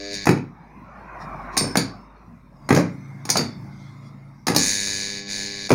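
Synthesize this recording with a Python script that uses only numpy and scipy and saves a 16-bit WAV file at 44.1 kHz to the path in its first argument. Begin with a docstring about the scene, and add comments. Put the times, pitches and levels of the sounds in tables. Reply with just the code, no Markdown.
"""On a workshop table, the contactor of a motor starter in an open steel box is pushed in and let go by hand.
Each stroke is a cluster of blows: filtered noise bursts and damped modes for contacts, armature and box.
While the coil pulls, the armature chatters at twice the mains frequency: impulse trains through body responses.
Fingers scuff the steel as shaped noise. Outside, traffic passes as coloured noise over a low drone,
and an engine idles as a sum of wavering firing orders with a faint whirr."""
import sys
import numpy as np
from scipy import signal
from scipy.fft import rfft, irfft, next_fast_len
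from scipy.io import wavfile
from scipy.ndimage import uniform_filter1d, map_coordinates

SR = 44100
rng = np.random.default_rng(int(sys.argv[2]) if len(sys.argv) > 2 else 0)


def inscribe(sig):
    """Save sig as 16-bit PCM at rate SR to the path in sys.argv[1].

    A 1-D sig is mono; a 2-D sig holds one channel per row.
    Samples are clipped to [-1, 1] before scaling.
    """
    pcm = np.round(np.clip(np.atleast_2d(sig).T, -1, 1) * 32767)
    wavfile.write(sys.argv[1], SR, pcm.astype(np.int16))


N = 253426
TIME = np.arange(N) / SR  # s, over the whole scene
AGE = np.arange(SR // 2) / SR  # s, since a blow

# Spectra of street noise. Each row: frequency in Hz, relative density in dB per Hz.
RUMBLE_SPECTRUM = [(25, -27), (50, -11), (95, -6.5), (135, 0.5), (230, 0), (320, -11), (500, -31),
                   (1000, -50.5)]
TYRE_SPECTRUM = [(180, -42), (300, -4), (448, -9), (604, -3), (741, -2.5), (1070, 2), (1740, -11.5),
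                 (1890, -11.5), (2420, -14), (3090, -34.5), (3500, -41.5), (4550, -55), (7700, -120)]
HISS_SPECTRUM = [(1760, -50.5), (3000, -17.5), (3650, -1), (4440, -5.5), (5480, -2), (7670, -19.5),
                 (9010, -16), (12600, -31), (15100, -29), (16000, -32.5)]  # also colours the coil's sizzle and the finger scuffs
# Level of each street layer, one row apiece: still air in dB, vehicle at its nearest in dB,
# share of the idling engine in dB relative to the engine's level.
RUMBLE_MIX = (-51.5, -43, -7.5)
TYRE_MIX = (-62, -36, -15)
HISS_MIX = (-76.5, -65.5, -27.5)
# Passing vehicle: nearest moment, rounding of the peak, fall on both sides.
PASS_S, PASS_ROUND_S, PASS_DB_PER_S = 1.418, .15, 25.5
# Low drone near 50 Hz. Each row: time in seconds, level in dB.
DRONE_LEVEL = [(0, -48), (.6, -54), (1.45, -41), (1.8, -46.5), (2.6, -53), (3.1, -65), (4.6, -57.5),
               (5.1, -80)]
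# Idling engine. Each row: time in seconds, level in dB.
IDLE_LEVEL = [(2.45, -61.5), (2.65, -41), (2.9, -36.5), (3.7, -38), (4.3, -43.5), (4.45, -51), (5.7, -50.5)]
# Partials of the idling engine. Each row: multiple of the firing rate, mean relative level in dB.
IDLE_ORDERS = [(2, -24), (4, -7), (5, -0.5), (7, -8), (11, -19), (13, -23)]
# Spectrum of the engine's whirr. Each row: frequency in Hz, relative density in dB per Hz.
WHIRR_SPECTRUM = [(1400, -42.0), (1900, -10), (2130, 6.0), (2400, -16.5), (3000, -40.5)]

# Reverberation of the workshop. Each row: frequency in Hz, decay time t60 in seconds.
ROOM_DECAY = [(100, 0.65), (300, 0.33), (1000, 0.32), (2300, 0.33), (5000, 0.26), (9000, 0.19),
              (15000, 0.1)]
# Fingers sliding on the steel. Each row: centre in seconds, half length in seconds, level in dB.
SCUFFS = [(1.225, 0.028, -56.5), (1.547, .02, -50), (3.844, 0.12, -60.5), (4.076, .05, -63)]

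# Spells of coil pull. Each row: first strike in seconds, end in seconds.
SPELLS = [(.0012, .245), (4.5812, 5.68)]
STRIKE_HZ = 100.06
# Force of the chatter as the hand eases and presses, one curve for each spell.
# Each row of a curve: time in seconds, force in dB.
CHATTER_FORCE = [
    [(0, -39), (.105, -36), (.14, -28.5), (.2, -36), (.24, -33)],
    [(4.6, -24.5), (4.67, -23.5), (4.77, -26), (5, -28), (5.19, -32), (5.245, -43), (5.3, -29),
     (5.41, -28.5), (5.52, -32.5), (5.67, -31.5)],
]
# Spectra of the iron core and of its sharp edge. Each row: frequency in Hz, relative density in dB per Hz.
CORE_SPECTRUM = [(300, -4.5), (600, -6.5), (1000, -17), (1350, -27), (1700, -1.5), (2350, -2), (2900, -9),
                 (3400, -16), (3750, 4), (4650, 4.5), (5900, -4.5), (6700, 3), (7900, -31.5), (10000, -45)]
EDGE_SPECTRUM = [(3500, -17.5), (5300, 1.5), (6700, 13), (8000, -9.5), (9200, 2.5), (10300, -3.5),
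                 (12000, -18), (15000, -15.5), (16000, -19.5)]
# Modes of the yoke. Each row: frequency in Hz, relative level in dB, decay time t60 in seconds.
YOKE_MODES = [(1701, 1, .07), (1801, -6, .05), (2201, -4, .06), (2301, 0, .07), (3702, -2, .04),
              (3802, -4, .04), (4603, 0, .04), (4703, 3, .05), (6704, -1, .025)]
# Magnetic hum with the armature home, then loose. Each row: multiple of the strike rate, mean level in dB.
HUM_SEATED = [(2, -40.5), (3, -46.5), (4, -45.5), (5, -55), (6, -58.5), (7, -61), (8, -56.5), (11, -61.5)]
HUM_LOOSE = [(3, -38.5), (4, -38), (5, -41.5), (6, -43.5), (7, -46.5)]
USUAL_FORCE_DB = -30
CORE_DB, SIZZLE_DB = -4.5, -17  # core's answer and hiss between the strikes, relative to the force
EDGE_DB, EDGE_GROWS = -43.5, 2.93  # sharp edge at the usual force; dB gained per dB of force
YOKE_DB, YOKE_GROWS = -37, 0.6  # the same for the ringing yoke
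YOKE_SETTLE_DB_PER_S = 2.5  # the yoke sings less as the armature beds in

# Modes of the box on the table and of the armature.
# Each row: mean frequency in Hz, mean relative level in dB, decay time t60 in seconds.
BOX_MODES = [(93.6, -8.5, 0.27), (105.4, -5, 0.35), (138, -2.5, 0.38), (171.7, -1, .4), (235.2, -3, .4),
             (269.7, -1.5, 0.44), (298, -1.5, 0.27), (376, -2, 0.17), (474.7, -2.5, 0.22), (606, -7, 0.037)]
ARMATURE_MODES = [(630, -3.5, 0.082), (807, 7, 0.035), (882, -4, .08), (1220, -7.5, 0.092),
                  (1710, -3, 0.099)]
# Modes of the return spring and the contact frame.
# Each row: centre frequency in Hz, relative level in dB, decay time t60 in seconds.
SPRING_MODES = [(4700, -2, .2), (5330, -4.5, .25), (5320, -1.5, 0.36), (5260, -9, 0.72), (8770, 1, 0.23),
                (8800, -0.5, .28), (8750, 0.5, 0.25), (9100, -7, .2)]
FRAME_MODES = [(2290, -7, 0.16), (4100, -9, 0.092), (4510, -2.5, 0.32), (4630, -3.5, .27), (4650, 1, 0.25),
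               (4540, -5.5, 0.22), (4720, -5.5, 0.19), (6800, -9, .18)]
# Spectra of the three parts of a blow. Each row: frequency in Hz, relative density in dB per Hz.
THUD_SPECTRUM = [(50, -41), (80, -17.5), (105, -2), (160, 5.5), (300, 2.5), (520, -4), (700, -9),
                 (1200, -27), (2500, -72)]
KNOCK_SPECTRUM = [(200, -27), (550, -10.5), (800, 2.5), (1100, -1.5), (1500, -4), (1900, -3.5), (2350, -4),
                  (3000, -18), (4500, -31), (9000, -61)]
SNAP_SPECTRUM = [(1200, -32), (2400, -9), (3100, -19), (3900, -3.5), (4600, -1.5), (5300, 0.5), (6000, -4),
                 (6700, 1), (7800, -20), (9100, -5.5), (10500, -12.5), (13000, -19.5), (15000, -15.5),
                 (16000, -21)]
# Hard stops that set steel parts ringing.
# Each row: time in seconds, level of the return spring in dB, level of the contact frame in dB.
PINGS = [(1.5747, -18, -24), (1.770, -47, -24), (3.302, -28, -27.5), (3.369, -41, -19.5)]
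# Strokes of the mechanism: a first touch, the blow as it seats, then the box rocks on the table.
# Each row: seating in seconds, travel before it in seconds, touch knock in dB, touch snap in dB, thud in dB,
# knock in dB, snap in dB, first rock in dB, time between rocks in seconds, loss per rock in dB.
STROKES = [ (.269, .014, -28.5, -26.5, -9, -12, -24, -5.5, .021, 11.5),
           (1.5757, .008, -18.5, -21.5, -32.5, -43, -12.5, -16.5, .033, 5),
           (1.770, .0154, -14, -25.5, -11.5, -28, -13.5, -20.5, .017, 8.5),
           (2.7053, 0.016, -20.5, -26, -5.5, -11.5, -26.5, -10, .0206, 6),
           (2.762, .014, -27.5, -23, -19, -18.5, -24.5, -9.5, .0115, 5),
           (3.3, .0092, -23.5, -23, -25.5, -28, -9.5, -31, .02, 6),
           (3.370, .0145, -17, -27, -18.5, -25, -14.5, -15, .021, 6.5),
           (4.481, .013, -20.5, -18, -16.5, -15.5, -18, -15, .018, 5),
           (4.562, .015, -21.5, -21.5, -13.5, -20, -8.5, -29, .02, 7),
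           (5.704, .012, -29, -26.5, -7, -14, -25.5, -6, .011, 7), ]
TOUCH_THUD_DB = -3  # thud of a first touch, relative to its knock
ROCK_KNOCK_DB, ROCK_SNAP_DB = -10, -17  # armature and contacts shaken by a rock, relative to its thud
# Single light taps of the mechanism. Each row: time in seconds, thud in dB, knock in dB, snap in dB.
TAPS = [(.374, -27, -32, -49.5), (3.252, -29.5, -35.5, -31), (4.871, -55, -42, -32.5)]


def amp(db):
    """Level to amplitude: 20 dB is a factor of ten."""
    return 10 ** (np.asarray(db) / 20)


def unit(x):
    """Normalisation of mean power: scale to rms 1."""
    return x / np.sqrt(np.mean(x ** 2) + 1e-20)


def lasting(x, seconds):
    """Normalisation of energy: scale to that of a sound of rms 1 lasting so long."""
    return x * np.sqrt(seconds * SR / (np.sum(x ** 2) + 1e-20))


def along(points, hz):
    """Interpolation on a logarithmic frequency axis of rows (Hz, value)."""
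    f, values = np.transpose(points)
    return np.interp(np.log(hz + 1), np.log(f), values)


def curves(rows, t=TIME):
    """Linear interpolation in time: each column after the first, read at times t."""
    s, *columns = np.transpose(rows)
    return [np.interp(t, s, column) for column in columns]


def fade(t60):
    """Exponential decay: the amplitude falls 60 dB in t60 seconds."""
    return 1000 ** (-AGE / t60)


def wobble(rate):
    """Slow random modulation: a smooth curve through random knots, rate of them a second."""
    knots = rng.standard_normal(int(N * rate / SR) + 4)
    return map_coordinates(knots, [TIME * rate])


def add(track, s, x):
    """Superposition: mix x into the track from time s on."""
    part = track[max(round(s * SR), 0):][:len(x)]
    part += x[:len(part)]


def colour(points, size=4096):
    """Minimum phase: folding the cepstrum gives a causal impulse response with the given spectrum."""
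    cepstrum = irfft(np.log(amp(along(points, np.fft.rfftfreq(size, 1 / SR)))))
    cepstrum[1:size // 2] *= 2
    cepstrum[size // 2 + 1:] = 0
    return irfft(np.exp(rfft(cepstrum)))


def through(x, response):
    """Linear filtering: convolve with an impulse response, keeping the length."""
    return signal.fftconvolve(x, response)[:len(x)]


def rush(spectrum, flutter_db, patchy_db):
    """Coloured noise: a shaped spectrum with a wavering level and patches drifting in time and pitch."""
    z = signal.stft(rng.standard_normal(N), nperseg=1024)[2]
    field = uniform_filter1d(rng.standard_normal(z.shape), size=5, axis=0)
    field = uniform_filter1d(field, size=10, axis=1)
    noise = signal.istft(z * amp(patchy_db * unit(field)), nperseg=1024)[1][:N]
    return unit(through(noise, colour(spectrum))) * amp(flutter_db * wobble(12))


def room_tail(build_s=0.0017):
    """Diffuse reverberation: noise of energy 1 that decays at a rate set by its frequency."""
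    hz, t, z = signal.stft(rng.standard_normal(len(AGE)), SR, nperseg=256)
    t60 = along(ROOM_DECAY, hz)[:, None]
    decaying = z * 1000 ** (-t / t60) / np.sqrt(t60)
    tail = signal.istft(decaying, SR, nperseg=256)[1][:len(AGE)]
    tail = tail * (1 - np.exp(-(AGE / build_s) ** 2))
    return tail / np.linalg.norm(tail)


def street():
    """Incoherent sources add in power: still air, a passing vehicle and the engine's noise, over a drone."""
    passing_db = -PASS_DB_PER_S * (np.hypot(TIME - PASS_S, PASS_ROUND_S) - PASS_ROUND_S)
    idle_db, = curves(IDLE_LEVEL)

    def level(still_db, vehicle_db, engine_db):
        """Power sum of the three shares."""
        return np.sqrt(amp(still_db) ** 2 + amp(vehicle_db + passing_db) ** 2 + amp(engine_db + idle_db) ** 2)

    out = level(*RUMBLE_MIX) * rush(RUMBLE_SPECTRUM, flutter_db=2.0, patchy_db=2.0)
    out += level(*TYRE_MIX) * rush(TYRE_SPECTRUM, flutter_db=-0.16, patchy_db=3.5)
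    out += level(*HISS_MIX) * rush(HISS_SPECTRUM, flutter_db=-0.1, patchy_db=6)
    drone_hz = 49.4 * (1 + 0.055 * wobble(3.0))
    turns = np.cumsum(drone_hz) / SR
    return out + amp(curves(DRONE_LEVEL)[0]) * np.sin(2 * np.pi * turns)


def engine():
    """Periodic combustion: low orders of an uneven firing rate, with a faint narrow-band whirr."""
    firing_hz = 27.62 * (1 + 0.0042 * wobble(5.1))
    turns = np.cumsum(firing_hz) / SR
    firing = np.zeros(N)
    for order, db in IDLE_ORDERS:
        firing += amp(db + 1.7 * wobble(5.6)) * np.sin(2 * np.pi * (order * turns + rng.random()))
    whirr = rush(WHIRR_SPECTRUM, flutter_db=0.0, patchy_db=-1.0)
    arrival = np.clip((TIME - 2.3) / .5, 0, 1)
    return arrival * amp(curves(IDLE_LEVEL)[0]) * (firing + amp(-21.0) * whirr)


def fingers():
    """Sliding friction: noise under a bell-shaped pressure as skin scuffs the box."""
    pressure = sum(amp(db) * np.exp(-((TIME - s) / half) ** 2) for s, half, db in SCUFFS)
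    return pressure * rush(HISS_SPECTRUM, flutter_db=1.5, patchy_db=5)


def tones(orders):
    """Harmonic series locked to the mains: wavering partials at multiples of the strike rate."""
    out = np.zeros(N)
    for order, db in orders:
        phase = 2 * np.pi * (order * STRIKE_HZ * TIME + rng.random())
        out += amp(db + 2.0 * wobble(9)) * np.sin(phase)
    return out


def yoke_ring():
    """Modal response of the yoke to one strike, radiated only within the range of its modes."""
    modes = sum(amp(db) * fade(t60) * np.cos(2 * np.pi * hz * AGE) for hz, db, t60 in YOKE_MODES)
    passband = signal.butter(8, [1450, 7000], "bandpass", fs=SR, output="sos")
    return lasting(signal.sosfilt(passband, modes), 0.0063)


def strikes(times, db, jitter_s, size=8):
    """Band-limited impulses: sinc pulses between samples, each a little off in time and strength."""
    chance = rng.standard_normal((len(times), 2))
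    at = (times + jitter_s * chance[:, 0]) * SR
    taps = np.floor(at)[:, None] + np.arange(1 - size, size + 1)
    pulses = amp(db + .5 * chance[:, 1])[:, None] * np.sinc(taps - at[:, None])
    places = np.clip(taps, 0, N - 1).astype(int)
    return np.bincount(places.ravel(), pulses.ravel(), N)


def chatter(times, db, body, grit_db):
    """Repeated impact: once per half cycle the armature hits, rebounds twice and grinds on the pole face."""
    hits = strikes(times, db, jitter_s=1e-5)
    hits += strikes(times + .0009, db - 6.5, jitter_s=2e-5)
    hits += strikes(times + .002, db + 0.5, jitter_s=4e-5)
    contact = AGE * fade(.008)
    grinding_power = through(hits ** 2, contact ** 2 / np.sum(contact ** 2))
    grit = rng.standard_normal(N) * np.sqrt(np.abs(grinding_power))
    direct = through(hits + amp(grit_db) * grit, lasting(body, 0.0038))
    return direct + amp(-7) * through(direct, room_tail())


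def buzz():
    """Magnetic pull at twice the mains frequency: core, edge and yoke chatter, brighter when harder, with hum."""
    out = np.zeros(N)
    seated_s = 0.153
    gap = np.clip((seated_s - TIME) / 0.011, 0, 1)  # 1 is loose, 0 is pushed home
    hum = (1 - gap) * tones(HUM_SEATED) + gap * tones(HUM_LOOSE)
    yoke = yoke_ring()
    sizzle = rush(HISS_SPECTRUM, flutter_db=.2, patchy_db=1.5)
    for (start, end), force in zip(SPELLS, CHATTER_FORCE):
        times = np.arange(start, end, 1 / STRIKE_HZ)
        force_db, = curves(force, times)
        excess_db = force_db - USUAL_FORCE_DB
        out += chatter(times, force_db + CORE_DB, colour(CORE_SPECTRUM), grit_db=-2)
        edge_db = EDGE_DB + EDGE_GROWS * excess_db
        out += chatter(times, edge_db, colour(EDGE_SPECTRUM), grit_db=0.5)
        yoke_db = YOKE_DB + YOKE_GROWS * excess_db - YOKE_SETTLE_DB_PER_S * (times - start)
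        out += through(strikes(times, yoke_db, jitter_s=1e-5), yoke)
        powered = uniform_filter1d(((TIME > start) & (TIME < end)) * 1., size=400)
        out += powered * (hum + amp(curves(force)[0] + SIZZLE_DB) * sizzle)
    return out


def ring(modes, scatter_db, detune):
    """Modal vibration: damped modes struck at new strengths, each with a little random detuning."""
    chance = rng.standard_normal((len(modes), 3))
    out = np.zeros(len(AGE))
    for (hz, db, t60), (strength, shift, phase) in zip(modes, chance):
        turns = hz * (1 + detune * shift) * AGE + phase
        out += amp(db + scatter_db * strength) * fade(t60) * np.sin(2 * np.pi * turns)
    return out


def burst(body, t60, wet_db, rise_s):
    """Impact excitation: a brief rattle of metal on metal filtered by a body, with its echo."""
    force = rng.standard_normal(len(AGE)) * fade(t60) * (1 - np.exp(-(AGE / rise_s) ** 2))
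    direct = lasting(through(force, body), 0.0028)
    return direct + amp(wet_db) * lasting(through(direct, room_tail()), 0.0039)


def ping(modes, wet_db):
    """Phase diffusion: a random phase walk broadens every mode into a rough clang; the room blurs it further."""
    width_hz = 45
    steps = rng.standard_normal((len(modes), len(AGE)))
    phase_walk = np.cumsum(steps, axis=1) * np.sqrt(2 * np.pi * width_hz / SR)
    clang = np.zeros(len(AGE))
    for (hz, db, t60), drift in zip(modes, phase_walk):
        clang += amp(db) * fade(t60) * np.sin(2 * np.pi * (hz * AGE + rng.random()) + drift)
    direct = lasting(clang, 0.018)
    return direct + amp(wet_db) * lasting(through(direct, room_tail()), 0.009)


def blows(count=4):
    """Successive impacts with energy loss: touch, seating, dying rocks and light taps, as rows like TAPS."""
    rows = list(TAPS)
    for s, travel, touch_knock_db, touch_snap_db, thud_db, knock_db, snap_db, rock_db, gap, loss_db in STROKES:
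        rows.append((s - travel, touch_knock_db + TOUCH_THUD_DB, touch_knock_db, touch_snap_db))
        rows.append((s, thud_db, knock_db, snap_db))
        for k in range(count):
            db = rock_db - k * loss_db
            rows.append((s + (k + 1) * gap, db, db + ROCK_KNOCK_DB, db + ROCK_SNAP_DB))
    return rows


def clacks():
    """Simultaneous impacts: every blow sounds box, armature and contacts at its own levels."""
    out = np.zeros(N)
    box, armature, contacts = colour(THUD_SPECTRUM), colour(KNOCK_SPECTRUM), colour(SNAP_SPECTRUM)
    swell = 1 - fade(0.058)  # the box's panels take a moment to get going
    for s, thud_db, knock_db, snap_db in blows():
        thud = burst(box, t60=0.015, wet_db=-3.5, rise_s=0.00094)
        thud += amp(-3) * lasting(swell * ring(BOX_MODES, scatter_db=3, detune=.01), 0.0051)
        knock = burst(armature, t60=.022, wet_db=-3, rise_s=0.00082)
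        knock += amp(-1.5) * lasting(ring(ARMATURE_MODES, scatter_db=1.5, detune=0.033), 0.0015)
        snap = burst(contacts, t60=0.019, wet_db=-3.5, rise_s=0.0015)
        add(out, s, amp(thud_db) * thud + amp(knock_db) * knock + amp(snap_db) * snap)
    for s, spring_db, frame_db in PINGS:
        add(out, s, amp(spring_db) * ping(SPRING_MODES, wet_db=-7.5))
        add(out, s, amp(frame_db) * ping(FRAME_MODES, wet_db=-7.5))
    return out


def scene():
    """Superposition: all sources add and reach both channels alike."""
    mono = street() + engine() + fingers() + buzz() + clacks()
    return np.array([mono, mono])


def record(dry):
    """Saturation and band limit: the recorder rounds off the highest peaks, then removes the top treble."""
    rounded = dry / (1 + np.abs(dry / .92) ** 6) ** (1 / 6)
    size = next_fast_len(N + SR // 2)
    top_hz, slope_hz = 15900, 400  # middle and width of the cutoff
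    passed = np.clip((top_hz - np.fft.rfftfreq(size, 1 / SR)) / slope_hz + .5, 0, 1)
    return irfft(rfft(rounded, size) * passed, size)[:, :N]


dry = scene()
out = record(dry)
inscribe(out)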